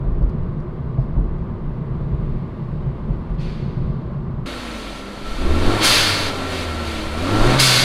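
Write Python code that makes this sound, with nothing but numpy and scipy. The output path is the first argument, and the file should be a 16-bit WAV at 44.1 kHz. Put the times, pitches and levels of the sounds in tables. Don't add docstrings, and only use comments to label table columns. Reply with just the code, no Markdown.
import sys
import numpy as np
from scipy.fft import rfft, irfft, next_fast_len
from scipy.io import wavfile
from scipy.ndimage import map_coordinates

SR = 44100
rng = np.random.default_rng(int(sys.argv[2]) if len(sys.argv) > 2 else 0)


def wav_record(signal):
    frames = np.transpose(np.atleast_2d(signal))
    bounded = np.clip(frames, -1, 1)
    quanta = np.round(bounded * 32767).astype(np.int16)
    wavfile.write(sys.argv[1], SR, quanta)


N = 345743


def amp(db):
    return 10 ** (np.asarray(db) / 20)

def unit(x):
    return x / np.sqrt(np.mean(x ** 2) + 1e-20)

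def clock():
    return np.arange(N) / SR

def ramp(start_s, length_s):
    return np.clip((clock() - start_s) / length_s, 0, 1)

def press(start_s, rise_s, end_s, fall_s):
    return ramp(start_s, rise_s) * (1 - ramp(end_s, fall_s))

def hump(middle_s, half_length_s):
    return np.exp(-((clock() - middle_s) / half_length_s) ** 2)

def wobble(rate_hz):
    points = rng.standard_normal(int(N * rate_hz / SR) + 4)
    return map_coordinates(points, [np.arange(N) * rate_hz / SR])

def add(track, start_s, sound):
    track[round(start_s * SR):][:len(sound)] += sound

def filtered(x, response):
    size = next_fast_len(N + SR // 2)
    return irfft(rfft(x, size) * response(np.fft.rfftfreq(size, 1 / SR)), size)[:N]

def noise(spectrum, resonances=()):
    freq_hz, level_db = np.transpose(spectrum)
    def response(hz):
        outline_db = np.interp(np.log(hz + 1e-3), np.log(freq_hz), level_db, left=-120, right=-120)
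        lift_db = sum(db / (1 + (2 * (hz - centre) / width) ** 2) for centre, width, db in resonances)
        return amp(outline_db + lift_db)
    return unit(filtered(rng.standard_normal(N), response))

def bursts(rows, spectrum, rise_s):
    envelope, age = np.zeros(N), np.arange(SR // 2) / SR
    for start_s, db, t60_s in rows:
        add(envelope, start_s, amp(db - 60 * age / t60_s) * (1 - np.exp(-(age / rise_s) ** 2)))
    return envelope * noise(spectrum)


# freq_hz, level_db
BOOM_EQ = [(10, -24), (25, 8), (38, -5.5), (50, -2), (70, 0), (88, -11), (130, -45)]
DRONE_EQ = [(60, -26), (100, -4), (116, -6.5), (130, 1), (148, 0), (180, -4.5), (198, -12), (222, -6.5),
            (250, -15), (310, -18.5), (358, -12), (410, -19), (470, -22.5), (700, -38.5)]
TYRE_EQ = [(250, -38), (420, -9), (557, -8.5), (601, -6), (733, -13), (874, -11.5), (1030, -9.5),
           (1170, -10), (1300, -18), (1500, -19), (2600, -37.5), (3380, -54), (5720, -120)]
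INTAKE_EQ = [(1180, -32.5), (2000, 0), (2500, -7), (2680, -6), (2890, -7), (4400, -12.5), (6090, -27),
             (8580, -29.5), (13100, -36), (15500, -40)]
# middle_s, half_length_s, boom_lift_db
ROUGH_STRETCHES = [(.15, 0.46, 7), (1.198, 0.24, 5), (2.168, 0.23, 7), (3.047, .2, 3.5), (3.853, 0.27, 4.5)]

def road(boom_db=-30.5, drone_db=-27, tyre_db=-42, intake_db=-60.5, pull_db=3):
    rough_db = sum(lift * hump(*timing) for *timing, lift in ROUGH_STRETCHES)
    surface = wobble(14)
    boom = amp(boom_db + rough_db + 2 * surface) * noise(BOOM_EQ)
    drone = amp(drone_db + .27 * rough_db + .37 * surface) * noise(DRONE_EQ)
    pedal = press(start_s=1.63, rise_s=.6, end_s=3.55, fall_s=.88)
    intake = amp(intake_db + pull_db * pedal) * noise(INTAKE_EQ)
    tyres = amp(tyre_db + .3 * surface) * noise(TYRE_EQ)
    return boom + drone + tyres + intake

# start_s, swing_db, boom_db, knock_db
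BUMPS = [(.038, -6, -15, -37), (0.203, -2.5, -10, -48), (0.978, -10, -6.5, -33), (1.158, -1.5, -10, -35.5),
         (1.898, -25, -14, -54), (2.11, -10, -13, -53), (2.856, -21, -15, -42), (3.068, -7, -28, -52),
         (3.29, -8.5, -28, -55), (3.872, -17, -11.5, -50)]
# pitch_hz, t60_s
BODY_MODES = [(43, 0.3), (131, .18)]

def bumps(rise_cycles=.96, thud_db=-17):
    swing, force, age = np.zeros(N), np.zeros(N), np.arange(SR) / SR
    for start_s, swing_db, boom_db, _ in BUMPS:
        for db, (hz, t60_s) in zip((swing_db, boom_db), BODY_MODES):
            envelope = amp(db - 60 * age / t60_s) * (1 - np.exp(-(age * hz / rise_cycles) ** 2))
            add(swing, start_s, envelope * np.sin(2 * np.pi * hz * age))
            add(force, start_s, envelope)
    thud = noise([(60, -2), (150, 4.5), (300, -10), (800, -21.5), (1600, -43)])
    return swing + amp(thud_db) * force * thud

# freq_hz, level_db
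STRUT_EQ = [(200, -11.5), (400, -1), (650, 10), (900, 0), (1400, -19.5), (2500, -39.5)]

def suspension(t60_s=.11):
    knocks = [(start_s, knock_db, t60_s) for start_s, _, _, knock_db in BUMPS]
    return bursts(knocks, STRUT_EQ, rise_s=.0036)

# start_s, level_db, t60_s
TRIM_TICKS = [(.2238, -59, .04), (.2932, -54, 0.041), (.6, -58, .04), (1.0, -65.5, .35), (1.3817, -60, .03),
              (3.2958, -62, .04), (3.342, -60, .06)]
# freq_hz, level_db
TRIM_EQ = [(2000, -29.5), (4500, 12), (7000, -5.5), (10500, -2), (15000, -35)]

def trim():
    return bursts(TRIM_TICKS, TRIM_EQ, rise_s=.0015)

# open_s, rise_s, hold_s, shut_s, hiss_db, jet_db, hiss_tilt_db_per_octave
VENTS = [(3.37, 0.041, 0.14, 4.3, -14.5, -21.5, -1), (5.793, 0.053, .18, 6.289, -15.5, -18.5, -0.5),
         (7.579, 0.022, .23, 7.9, -16, -17.5, 1.1)]
# freq_hz, level_db
HISS_EQ = [(500, -27), (1000, -4), (1800, -2), (2800, -1.5), (3600, -1), (4500, 0), (5100, -7), (5600, -16),
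           (6300, -13), (7500, -34), (12000, -44)]
JET_EQ = [(2500, -19), (4300, 4.5), (5200, 8.5), (5600, 3), (6300, 2.5), (7200, 1.5), (8500, 0.5),
          (10000, 0), (11300, -2), (12300, -9.5), (14000, -10), (15800, -21)]
# centre_hz, width_hz, lift_db
BAY_RESONANCES = [(1500, 26, 6), (1634, 28, -3.5), (2167, 45, 4), (2380, 24, 5.5), (2690, 25, 1.5),
                  (3180, 36, 4.5), (3380, 42, 3.5), (3565, 43, 4.5), (3830, 17, 6), (4155, 54, 4.5),
                  (4390, 62, 6), (4750, 60, 5), (4660, 40, 3.5), (5360, 27, -1.5), (6020, 90, 6),
                  (6500, 51, 6), (7530, 75, 1.5), (9100, 82, 1), (9500, 60, 4.5), (9750, 70, 2.5)]

def blow_off(hiss_sag_db_per_s=37, jet_sag_db_per_s=29, jet_late_db_per_s=23.5, spit_db=2, spit_s=.03):
    out, pivot_hz = np.zeros(N), 3500
    for open_s, rise_s, hold_s, shut_s, hiss_db, jet_db, tilt in VENTS:
        tilted_eq = [(hz, db + tilt * np.log2(hz / pivot_hz)) for hz, db in HISS_EQ]
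        gap = press(open_s, rise_s, shut_s, fall_s=.04)
        age = np.maximum(clock() - open_s - rise_s, 0)
        late = np.maximum(clock() - open_s - hold_s, 0)
        hiss_gain = gap * amp(hiss_db - hiss_sag_db_per_s * late)
        sag_db = jet_sag_db_per_s * age + jet_late_db_per_s * late
        jet_gain = gap ** 3 * amp(jet_db + spit_db * np.exp(-age / spit_s) - sag_db)
        out += hiss_gain * reflections(noise(tilted_eq, BAY_RESONANCES))
        out += jet_gain * reflections(noise(JET_EQ, BAY_RESONANCES))
    return out

def reflections(x, strength=.11, span_s=.014, count=10):
    delays, signs = rng.uniform(.001, span_s, count), rng.choice([-1, 1], count)
    copies = sum(sign * np.pad(x, (int(delay * SR), 0))[:N] for delay, sign in zip(delays, signs))
    return unit(x + strength * copies)

def bulkhead(x, gain_db=-28, muffle_hz=2900, top_hz=12500):
    dulled = filtered(x, lambda hz: ((1 + (hz / muffle_hz) ** 2) * (1 + (hz / top_hz) ** 10)) ** -.5)
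    return amp(gain_db) * dulled


MID_SPEED_HZ = 100

def follow(octaves, boost, coast_db, octave_db, boost_db):
    return amp(coast_db + octave_db * octaves + boost_db * boost)

# pitch_hz, coast_db
EXHAUST_RESPONSE = [(45, -43.5), (48, -34), (55, -38.5), (71, -32.5), (81, -27.5), (92, -34), (100, -29),
                    (110, -33), (122, -22.5), (132, -22.5)]

def exhaust_note(phase, firing_hz, throttle, load_db=8, lug_power=1.9, burble_db=2):
    coast_db = np.interp(firing_hz, *np.transpose(EXHAUST_RESPONSE))
    lug_db = load_db * throttle * (MID_SPEED_HZ / firing_hz) ** lug_power
    return amp(coast_db + lug_db + burble_db * wobble(35)) * np.sqrt(2) * np.sin(phase)

# firing_multiple, coast_db, full_throttle_db
ORDERS = [(.5, -41.5, -38), (1.5, -43.5, -38), (2, -41, -27), (2.5, -51, -36), (3, -35.5, -24.5),
          (3.5, -52, -32), (4, -52, -31), (4.4, -33, -35), (5, -43.5, -27.5), (6, -40.5, -31),
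          (7, -43.5, -36), (8.8, -39.5, -34)]
# pitch_hz, gain_db
PIPE_RESPONSE = [(50, -3.5), (110, -5), (150, -11.5), (210, -1), (260, 1), (320, -0.5), (390, -3),
                 (460, -8), (600, -4), (900, -3.5)]

def engine_orders(phase, firing_hz, throttle, octave_db=4, rough_db=3):
    out, speed_db = np.zeros(N), octave_db * np.log2(firing_hz / MID_SPEED_HZ)
    for order, coast_db, load_db in ORDERS:
        pipe_db = np.interp(order * firing_hz, *np.transpose(PIPE_RESPONSE))
        db = coast_db + (load_db - coast_db) * throttle + speed_db + pipe_db + rough_db * wobble(28)
        out += amp(db) * np.sqrt(2) * np.sin(order * phase + rng.uniform(0, 2 * np.pi))
    return out

# freq_hz, level_db
ROAR_EQ = [(60, -14.5), (110, -5.5), (150, -3.5), (230, -4), (330, -4), (450, -6.5), (580, -3), (800, -9.5),
           (1100, -7.5), (1350, -12), (1650, -13.5), (2600, -26), (4000, -48)]
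BARK_EQ = [(140, -26), (200, -4), (260, 0), (335, 6), (420, -1.5), (470, -15), (600, -14), (760, -13),
           (950, -20), (1090, -10), (1250, -15), (1700, -34)]

def combustion(phase, octaves, throttle, boost, pulsing=.43, bark_db=-23, bark_octave_db=5):
    depth = pulsing * (.5 + .5 * throttle)
    puffs = unit(1 + depth * (np.cos(phase) + .25 * np.cos(phase / 2)))
    roar = follow(octaves, boost, coast_db=-27.5, octave_db=7.2, boost_db=7.3) * noise(ROAR_EQ)
    bark = amp(bark_db + bark_octave_db * octaves) * throttle * noise(BARK_EQ)
    return puffs * (roar + bark)

# freq_hz, level_db
RUSH_EQ = [(820, -26.5), (1400, -12), (1440, -8), (1700, -12.5), (1860, -4.5), (1970, -11), (2220, -7),
           (2590, -7.5), (4280, -10), (5620, -20), (9490, -23.5), (11500, -27.5), (12700, -35),
           (15500, -37.5)]
# start_s, rise_s, end_s, fall_s, lift_db
RUSH_SWELLS = [(4.4, .04, 5, .03, 3), (5.245, 0.019, 5.31, 0.16, 3.5), (6.48, .05, 6.63, .03, 3.8),
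               (6.83, .04, 7.02, .08, 2.6)]

def machinery(octaves, boost):
    swell_db = sum(lift * press(*timing) for *timing, lift in RUSH_SWELLS)
    gain = follow(octaves, boost, coast_db=-31.5, octave_db=8.55, boost_db=4.5) * amp(swell_db)
    return gain * reflections(noise(RUSH_EQ, BAY_RESONANCES), strength=.065)

# middle_s, half_length_s, lift_db
WHINE_FLARES = [(5.303, .08, 5.5), (5.673, .08, 3.5), (7.36, .12, 7)]

def whine(octaves, boost, pitch_hz=1348, wander_hz=19, flutter_db=4):
    flare_db = sum(lift * hump(*timing) for *timing, lift in WHINE_FLARES)
    gain = follow(octaves, boost, coast_db=-36, octave_db=8.6, boost_db=4) * amp(flare_db)
    phase = 2 * np.pi * np.cumsum(pitch_hz + wander_hz * wobble(110)) / SR
    return gain * unit(amp(flutter_db * wobble(60)) * np.sin(phase))

# freq_hz, level_db
BUFFET_EQ = [(4, -4.5), (12, 3.5), (25, -3), (40, -7.5), (80, -25.5), (200, -54), (500, -67.5)]
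# middle_s, half_length_s, level_db
GUSTS = [(5.434, 0.14, -17.5), (5.674, 0.062, -11), (7.101, 0.19, -26), (7.421, 0.062, -12)]

def draught(octaves, boost):
    steady = follow(octaves, boost, coast_db=-34, octave_db=10, boost_db=6)
    gusts = sum(amp(db) * hump(*timing) for *timing, db in GUSTS)
    return np.hypot(steady, gusts) * noise(BUFFET_EQ)

def turbo_whistle(boost, full_boost_db=-50):
    return amp(full_boost_db) * boost ** 2 * noise([(8200, -31.5), (8680, 0), (9100, -25)])

# time_s, firing_hz
REVS = [(4.47, 58.3), (4.73, 51.7), (5.0, 44.62), (5.22, 45.6), (5.33, 48.95), (5.59, 81.7), (5.72, 101.6),
        (5.82, 106.9), (6.19, 97.07), (7.05, 71.22), (7.15, 74.66), (7.51, 126.2), (7.57, 132.6),
        (7.84, 124.9)]
# down_s, rise_s, up_s, fall_s, boost_drain_s, depth (0-1)
BLIPS = [(5.345, 0.1, 5.76, .1, 0.57, 0.69), (7.09, 0.27, 7.55, 0.078, 0.083, 0.83)]

def parked_engine(spool_s=.45, jitter=.009):
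    firing_hz = np.interp(clock(), *np.transpose(REVS))
    octaves = np.log2(firing_hz / MID_SPEED_HZ)
    throttle = sum(depth * press(down, rise, up, fall) for down, rise, up, fall, _, depth in BLIPS)
    boost = sum(depth * press(down, spool_s, up, drain) for down, _, up, _, drain, depth in BLIPS)
    phase = 2 * np.pi * np.cumsum(firing_hz * (1 + jitter * wobble(40))) / SR
    tones = exhaust_note(phase, firing_hz, throttle) + engine_orders(phase, firing_hz, throttle)
    engine = tones + combustion(phase, octaves, throttle, boost) + turbo_whistle(boost)
    return engine + machinery(octaves, boost) + whine(octaves, boost) + draught(octaves, boost)


def scene(cut_s=4.457):
    hiss = blow_off()
    inside = road() + bumps() + suspension() + trim() + bulkhead(hiss)
    outside = parked_engine() + hiss
    cut = ramp(cut_s, .005)
    return ((1 - cut) * inside + cut * outside)[None]

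def record(dry, ceiling=.88, top_hz=15800):
    rounded = dry / (1 + np.abs(dry / ceiling) ** 6) ** (1 / 6)
    return filtered(rounded[0], lambda hz: hz < top_hz)[None]


dry = scene()
out = record(dry)
wav_record(out)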